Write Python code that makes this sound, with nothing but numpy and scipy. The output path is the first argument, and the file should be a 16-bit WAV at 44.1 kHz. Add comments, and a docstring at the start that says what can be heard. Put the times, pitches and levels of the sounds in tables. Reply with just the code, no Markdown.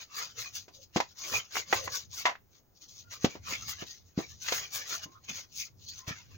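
"""Snapping and crumbling pressed powder

Two hands close by snap blocks of pressed powder and crumble the halves over a table in a small room.
Each fracture is a short low push and a burst of small cracks, coloured by the table and cupped hands.
Between them shaped noise grains rub and sift through the fingers as a hiss, and falling lumps knock.
A short room tail, a low rumble and a faint even hiss lie behind."""
import sys
import numpy as np
from scipy import signal
from scipy.fft import rfft, irfft, next_fast_len
from scipy.io import wavfile
from scipy.ndimage import map_coordinates

SR = 44100
rng = np.random.default_rng(int(sys.argv[2]) if len(sys.argv) > 2 else 0)


def persist_wave(psi):
    """Save psi, clipped to +-1, as 16-bit WAV."""
    counts = np.round(np.clip(psi, -1, 1) * 32767).astype(np.int16)
    wavfile.write(sys.argv[1], SR, np.atleast_2d(counts).T)


N = 280917

# Fractures and falling lumps: start_s, push_level_db, pitch_hz,
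# crumble_re_push_db, crumble_t60_s, grit_re_push_db
BREAKS = [ (0.68, -48, 386, -4, .1, -4.5), (0.9601, -19, 222, -12.5, 0.071, -11),
          (0.9607, -18.5, 690, -18, .14, -14.5), (0.9672, -27.5, 327, 1.5, 0.065, 1),
          (1.002, -16.5, 790, -7, 0.049, -10.5), (1.336, -31, 660, -5.5, 0.17, -10),
          (1.5542, -28.5, 1250, 7, 0.017, -15.5), (1.5683, -18, 1310, -15.5, .08, -16),
          (1.7269, -15, 1110, -2, 0.047, -12), (1.728, -18.5, 620, -1, 0.064, -21),
          (1.8758, -30.5, 920, -1, 0.05, -13), (2.2541, -17, 1050, -2.5, .125, -15),
          (2.258, -20, 2300, -8.5, 0.093, -11.5), (2.286, -30.5, 800, -11, 0.083, -23.5),
          (2.2948, -29, 828, -3, 0.11, -14.5), (2.354, -33.5, 1414, -13, .047, -38.5),
          (3.2441, -10.5, 253, -11, 0.067, -10.5), (3.353, -36.5, 363, -6.5, .09, -15),
          (3.525, -40, 255, -7, 0.044, -23), (3.821, -39, 200, 1.5, 0.077, -5.5),
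          (4.1761, -19, 206, -17, 0.13, -30), (4.188, -22, 336, -13, 0.11, -36.5),
          (4.484, -30, 2050, 0, 0.084, -3.5), (4.522, -25, 490, -6, .06, 2),
          (5.056, -44.5, 155, -6.5, 0.2, -20), (6.076, -34, 111, -12.5, .15, -5),
          (6.107, -33.5, 140, -12, 0.045, -7)]
# Resonances of the table and cupped hands: centre_hz, width_hz, relative_db
BODY_MODES = [(233, 30, -16.5), (344, 60, 0.5), (514, 17, -5.5), (722.2, 240, 1), (990, 37, 12),
              (2000, 230, 7), (2630, 110, 4.5)]
# Squeezes and strokes through the powder: hardest_s, tighten_s, relax_s, dust_flow_db, crumb_flow_db
SQUEEZES = [ (.023, 0.035, 0.03, -47, -53.5), (0.2, 0.054, 0.064, -38.5, -43.5),
            (.315, 0.027, .016, -53.5, -63), (0.397, 0.024, .07, -38.5, -46),
            (.565, .021, .044, -39, -54.5), (.756, .02, 0.029, -52, -73), (.836, 0.031, 0.021, -52, -86),
            (.96, 0.014, .02, -44, -50.5), (1.03, 0.025, .03, -51.5, -60.5),
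            (1.115, 0.033, .018, -56.5, -68), (1.19, .014, .04, -44.5, -64),
            (1.255, 0.05, 0.12, -41, -45.5), (1.37, 0.071, .03, -35, -39.5),
            (1.455, 0.012, .018, -55, -57.5), (1.578, 0.041, .037, -34.5, -38.5),
            (1.774, 0.064, 0.039, -35.5, -39), (1.856, 0.036, 0.025, -42.5, -50),
            (1.958, 0.043, 0.047, -35.5, -47), (2.142, 0.023, 0.064, -42, -59), (2.19, .03, .06, -42, -50),
            (2.564, .038, .029, -60.5, -69), (2.774, 0.021, .018, -62.5, -87),
            (2.826, 0.014, .028, -49, -68), (2.898, .022, 0.045, -53.5, -74),
            (2.997, .055, 0.029, -49, -71), (3.126, 0.016, .04, -43, -50),
            (3.24, 0.022, 0.024, -42.5, -49.5), (3.315, 0.027, .045, -49.5, -51.5),
            (3.512, .044, .063, -38, -40), (3.625, 0.04, 0.038, -48, -57), (3.693, 0.022, .047, -36.5, -45),
            (3.818, 0.045, 0.022, -47.5, -50), (3.888, .027, 0.073, -47, -61),
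            (4.089, .04, .035, -66.5, -81), (4.188, .014, 0.056, -45, -46.5), (4.307, .03, 0.051, -50, -68),
            (4.44, 0.032, 0.04, -43, -61.5), (4.491, 0.039, 0.033, -39, -40),
            (4.551, 0.043, 0.079, -36, -38.5), (4.757, .028, .062, -34.5, -40.5),
            (4.931, 0.053, 0.048, -36, -42.5), (5.041, 0.023, 0.013, -42, -48.5),
            (5.131, 0.026, .05, -64.5, -68), (5.25, .012, 0.0073, -54, -63),
            (5.299, .013, .022, -40, -40.5), (5.38, 0.063, .041, -41, -48.5),
            (5.607, 0.051, .038, -36.5, -63.5), (5.676, 0.016, .014, -55.5, -61),
            (5.845, 0.044, .026, -54, -85), (5.892, 0.0082, 0.018, -42.5, -79),
            (5.991, 0.072, 0.026, -47, -61), (6.082, 0.011, .044, -44.5, -40), (6.172, 0.09, .06, -54, -56),
            (6.33, 0.056, .05, -61, -66)]
# Skin squeaking on packed powder: middle_s, half_height_length_s, centre_hz, width_per_pass_hz, level_db
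RUBS = [(.193, .12, 1170, 160, -50.5), (0.794, .07, 530, 80, -64.5), (1.224, .06, 1070, 90, -63),
        (1.825, .16, 520, 130, -49), (3.08, .07, 1410, 68, -67), (5.107, .13, 1070, 60.7, -61.5),
        (5.17, .032, 1270, 141, -57), (5.618, .05, 2380, 506, -46.5), (5.898, .06, 4370, 605, -47.5),
        (6.031, .08, 1044, 70, -60.5)]
# Spectrum of fine dust: frequency_hz, relative_db
DUST_SPECTRUM = [(500, -22.5), (1500, -27.5), (3000, -3.5), (4500, 3.5), (5600, 4), (6500, 5.5),
                 (9000, -18), (16000, -11)]
# Spectrum of the top hiss: frequency_hz, relative_db
FIZZ_SPECTRUM = [(5000, -34.5), (8000, 3.5), (10500, 0.5), (16000, -9.5)]
# Spectrum of coarse crumbs: frequency_hz, relative_db
CRUMB_SPECTRUM = [(200, -18.5), (500, -18.5), (850, -15), (1150, 0), (1600, -4), (2200, 1), (3200, -5.5),
                  (5000, -9), (12000, -46.5)]
# Spectrum of soft clods: frequency_hz, relative_db
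CLOD_SPECTRUM = [(40, -20.5), (100, 7), (250, -6.5), (500, 0.5), (800, -6.5), (3000, -48)]
# Spectrum of fracture grit and single crumbs: frequency_hz, relative_db
GRIT_SPECTRUM = [(150, -26.5), (700, 1), (2300, -0.5), (4500, -1), (6500, -4.5), (9000, -9.5),
                 (16000, -22.5)]
# Decay of the room tail: frequency_hz, t60_s
ROOM_DECAY = [(150, 0.11), (1000, 0.13), (4000, 0.17), (12000, 0.064)]
# Low rumble of the table and room: time_s, relative_db
RUMBLE_LEVEL = [(0.0, -73.5), (0.83, -70), (1.7, -73.5), (1.86, -62), (2.68, -75.5), (3.14, -70),
                (3.28, -66.5), (3.65, -59), (3.89, -70), (4.72, -68.5), (4.98, -72), (5.64, -67.5),
                (6.25, -70), (6.37, -60)]
# Spectrum of the rumble: frequency_hz, relative_db
RUMBLE_SPECTRUM = [(20, -24), (45, -13.5), (90, 3), (160, -11), (400, -26.5), (1500, -56.5)]
# Spectrum of the faint hiss: frequency_hz, relative_db
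AIR_SPECTRUM = [(100, 4.5), (400, 0), (1200, -9.5), (3000, -19.5), (16000, -10)]
# Left-right likeness: frequency_hz, correlation [-1 to 1]
STEREO_LIKENESS = [(60, 0.61), (200, 0.34), (700, 0.12), (1500, 0.29), (3000, 0.084), (6500, 0.75),
                   (15000, .55)]
# Overall tone: frequency_hz, gain_db
OVERALL_TONE = [(20, 1.5), (5900, 2), (6500, 5), (7000, 0.5), (7600, -10.5), (8500, -24), (9600, -16.5),
                (13500, -13), (15000, 6), (16000, 3.5)]

LEFT_LEAD_S = 0.00015
BAND_LIMIT_HZ = 15900
CLODS_RE_CRUMB_FLOW_DB = -13.5
TIGHTEN_POWER, RELAX_POWER = 1.71, 1.52  # 1 = pointed swell, 2 = rounded with a steep foot
FIRM_DUST_DB = -37.5  # dust flow in a firm squeeze
FIZZ_AT_FIRM_DB, FIZZ_DB_PER_DUST_DB = -39, 1.96
TRICKLE_RE_PEAK_DB, TRICKLE_FADE_S = -19, 0.035


def breaks():
    """Thick blocks part with a low thud, thin pieces and falling lumps with a higher crack."""
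    out = np.zeros((2, N + SR))
    for start_s, push_db, pitch_hz, crumble_db, t60_s, grit_db in BREAKS:
        sound = amp(push_db) * fracture(pitch_hz, crumble_db, t60_s, grit_db)
        start = round(start_s * SR)
        out[:, start:start + sound.shape[1]] += sound
    return out[:, :N]


def fracture(pitch_hz, crumble_db, t60_s, grit_db):
    """A push of about two cycles, then small cracks that spread through the block and shake the table."""
    push_cycles, spread_cycles = 0.26, 0.55
    least_width_hz, ring_db, low_cut_ratio = 220, -1, 0.42
    t_s = np.arange(SR // 3) / SR
    u = t_s * pitch_hz / push_cycles
    swell = (u / 2) ** 2 * np.exp(2 - u)  # peaks at 1
    push = -np.sin(2 * np.pi * pitch_hz * t_s) * swell

    # Cracks take longer to cross a thick, low-pitched block.
    onset = 1 - np.exp(-t_s * pitch_hz / spread_cycles)
    dying = onset * amp(-60 * t_s / t60_s)

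    def crumble_response(f):
        """Block pitch, weak bass radiation of small pieces, then table and hands."""
        narrow = resonance(f, pitch_hz, least_width_hz + pitch_hz)
        broad = resonance(f, pitch_hz, 2.5 * pitch_hz)
        radiation = (1j * f / (1j * f + low_cut_ratio * pitch_hz)) ** 2
        modes = sum(amp(db) * resonance(f, hz, width_hz) for hz, width_hz, db in BODY_MODES)
        return narrow * broad * radiation * (1 + amp(ring_db) * modes)

    crumble = ports(grains(len(t_s), rate_hz=2500, spread_db=2.5), crumble_response)
    grit = shaped(rng.standard_normal((2, len(t_s))), GRIT_SPECTRUM)
    return push + dying * (amp(crumble_db) * crumble + amp(grit_db) * grit)


def powder():
    """Squeezing shears dust, cracks crumbs and presses on the heap; dust and crumbs flow in small clumps."""
    slips = grains(N, rate_hz=9000, spread_db=3)
    sparks = grains(N, rate_hz=12000, spread_db=1.5)
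    clumps_db = 1.1 * wobble(70)
    dust_flow_db, crumb_flow_db = squeezing()

    dust_db = dust_flow_db + clumps_db + wobble(160) - 2.06
    dust = hollows(shaped(slips, DUST_SPECTRUM), depth_db=3, width_hz=362.3, life_s=0.034)

    # The top hiss rises and falls more steeply than the dust.
    fizz_db = FIZZ_AT_FIRM_DB + FIZZ_DB_PER_DUST_DB * (dust_flow_db - FIRM_DUST_DB)
    fizz_db = fizz_db + clumps_db + 4.2 * wobble(27)
    fizz = shaped(sparks, FIZZ_SPECTRUM)

    crumbs = shaped(grains(N, rate_hz=3000, spread_db=0), CRUMB_SPECTRUM)
    crumbs = hollows(crumbs, depth_db=6.5, width_hz=192, life_s=0.039)
    crumbs_db = crumb_flow_db + clumps_db + 1.7 * wobble(110)

    # Single crumbs give way.
    snaps = shaped(grains(N, rate_hz=150, spread_db=0), GRIT_SPECTRUM)

    # Soft clods land on the heap.
    clods = shaped(grains(N, rate_hz=3000, spread_db=-1.0), CLOD_SPECTRUM)
    clods = hollows(clods, depth_db=8.0, width_hz=110, life_s=0.071)

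    left_heavy = amp([[1.8], [-1.8]])
    fine = (amp(dust_db) * dust + amp(fizz_db) * fizz) * left_heavy
    coarse = amp(crumbs_db) * crumbs + amp(crumb_flow_db - 10.0) * snaps
    return fine + coarse + amp(crumb_flow_db + CLODS_RE_CRUMB_FLOW_DB) * clods


def squeezing():
    """Dust and crumb flow in dB: swells as the grip tightens, fades as it relaxes, over a faint trickle."""
    t_s = np.arange(N) / SR
    power = np.full((2, N), 1e-10)
    for hardest_s, tighten_s, relax_s, dust_db, crumbs_db in SQUEEZES:
        near = abs(t_s - hardest_s) < 0.5
        late_s = t_s[near] - hardest_s
        tighten = abs(late_s / tighten_s) ** TIGHTEN_POWER
        relax = abs(late_s / relax_s) ** RELAX_POWER
        grip = np.exp(-np.where(late_s < 0, tighten, relax))
        # Loose grains keep shifting around each squeeze.
        trickle = amp(TRICKLE_RE_PEAK_DB) * np.exp(-abs(late_s) / TRICKLE_FADE_S)
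        power[:, near] += amp([[dust_db], [crumbs_db]]) ** 2 * (grip ** 2 + trickle ** 2)
    return 10 * np.log10(power)


def hollows(x, depth_db, width_hz, life_s):
    """The gaps between moving fingers lift and cut narrow bands, which come and go."""
    hz, t_s, z = signal.stft(x, SR, nperseg=1024)
    where = np.meshgrid(hz / width_hz, t_s / life_s, indexing="ij")
    field = map_coordinates(rng.standard_normal((256, 256)), where, mode="wrap", order=2)
    varied = signal.istft(z * amp(depth_db * field), SR, nperseg=1024)[1]
    return unit(varied[:, :N])


def rubs():
    """Each slip swells and fades, sounding one band of the grains under the finger."""
    out = np.zeros((2, N + SR))
    for middle_s, length_s, hz, width_hz, level_db in RUBS:
        n = round(2 * length_s * SR)
        slips = grains(n, rate_hz=6700, spread_db=-1.5)
        band = ports(slips, lambda f: resonance(f, hz, width_hz) ** 2)
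        start = round((middle_s - length_s) * SR)
        out[:, start:start + n] += amp(level_db) * np.hanning(n) * band
    return out[:, :N]


def room(x, delay_s=0.0087):
    """Near walls answer with a short tail, a different one at each port."""
    hz, t_s, z = signal.stft(rng.standard_normal((2, SR // 3)), SR, nperseg=256)
    decay = amp(-60 * t_s / along(ROOM_DECAY, hz)[:, None])
    tail = signal.istft(z * decay, SR, nperseg=256)[1]
    tail = tail / np.linalg.norm(tail[0])
    tail = np.pad(tail, ((0, 0), (round(delay_s * SR), 0)))
    return signal.fftconvolve(x, tail, axes=1)[:, :N]


def background():
    """An uneven low rumble and a faint, even hiss, both shaped noise."""
    path_db = np.interp(np.arange(N) / SR, *np.transpose(RUMBLE_LEVEL))
    rumble_db = path_db + 3 * wobble(12) + 3.5
    rumble = amp(rumble_db) * shaped(rng.standard_normal((2, N)), RUMBLE_SPECTRUM)
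    hiss = amp(-69) * shaped(rng.standard_normal((2, N)), AIR_SPECTRUM)
    return rumble + hiss


def grains(n, rate_hz, spread_db):
    """Two trains of tiny slips at random times and of random size, rms 1."""
    struck = rng.random((2, n)) < rate_hz / SR
    size = rng.standard_normal((2, n)) * amp(spread_db * rng.standard_normal((2, n)))
    return unit(struck * size)


def shaped(pair, spectrum):
    """Stereo sound with the given (frequency_hz, relative_db) spectrum, rms 1."""
    return ports(pair, lambda f: amp(along(spectrum, f)))


def ports(pair, colour):
    """Two unrelated signals become a coloured, partly alike stereo pair of rms 1."""
    def mid_side(f):
        turn = np.arccos(np.clip(along(STEREO_LIKENESS, f), -1, 1)) / 2
        return colour(f) * np.array([np.cos(turn), np.sin(turn)])

    def lead(f):
        # The left port leads, by at most one full turn of phase.
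        return np.exp(1j * np.pi * np.outer([1, -1], np.minimum(LEFT_LEAD_S * f, 1)))

    mid, side = filtered(pair, mid_side)
    return unit(filtered(np.array([mid + side, mid - side]), lead))


def resonance(f, centre_hz, width_hz):
    """Causal response of one mode, gain 1 at its centre."""
    return 1j * f * width_hz / (centre_hz ** 2 - f ** 2 + 1j * f * width_hz)


def filtered(x, response):
    """x times a complex response of frequency."""
    n = x.shape[-1]
    m = next_fast_len(n + SR // 4)
    return irfft(rfft(x, m) * response(np.fft.rfftfreq(m, 1 / SR)), m)[..., :n]


def wobble(rate_hz):
    """A smooth random curve with rate_hz knots a second."""
    knots = rng.standard_normal(int(N * rate_hz / SR) + 4)
    return map_coordinates(knots, [np.arange(N) * rate_hz / SR])


def along(points, hz):
    """Interpolate (frequency_hz, value) points on a log frequency axis."""
    f, v = np.transpose(points)
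    return np.interp(np.log(hz + 1), np.log(f + 1), v)


def unit(x):
    """x at rms 1."""
    return x / np.sqrt(np.mean(x ** 2) + 1e-20)


def amp(db):
    """Decibels to gain."""
    return 10 ** (np.asarray(db) / 20)


def scene():
    """Hands and powder close by, in a quiet room."""
    cracks = breaks()
    rustle = powder() + rubs()
    reverb = room(amp(-14.0) * cracks + amp(-20.5) * rustle)
    return cracks + rustle + reverb + background()


def record(dry):
    """The overall tone peaks near 6.5 and 15 kHz, is dull between, and stops at the band limit."""
    coloured = filtered(dry, lambda f: amp(along(OVERALL_TONE, f)))
    return filtered(coloured, lambda f: f < BAND_LIMIT_HZ)


dry = scene()
out = record(dry)
persist_wave(out)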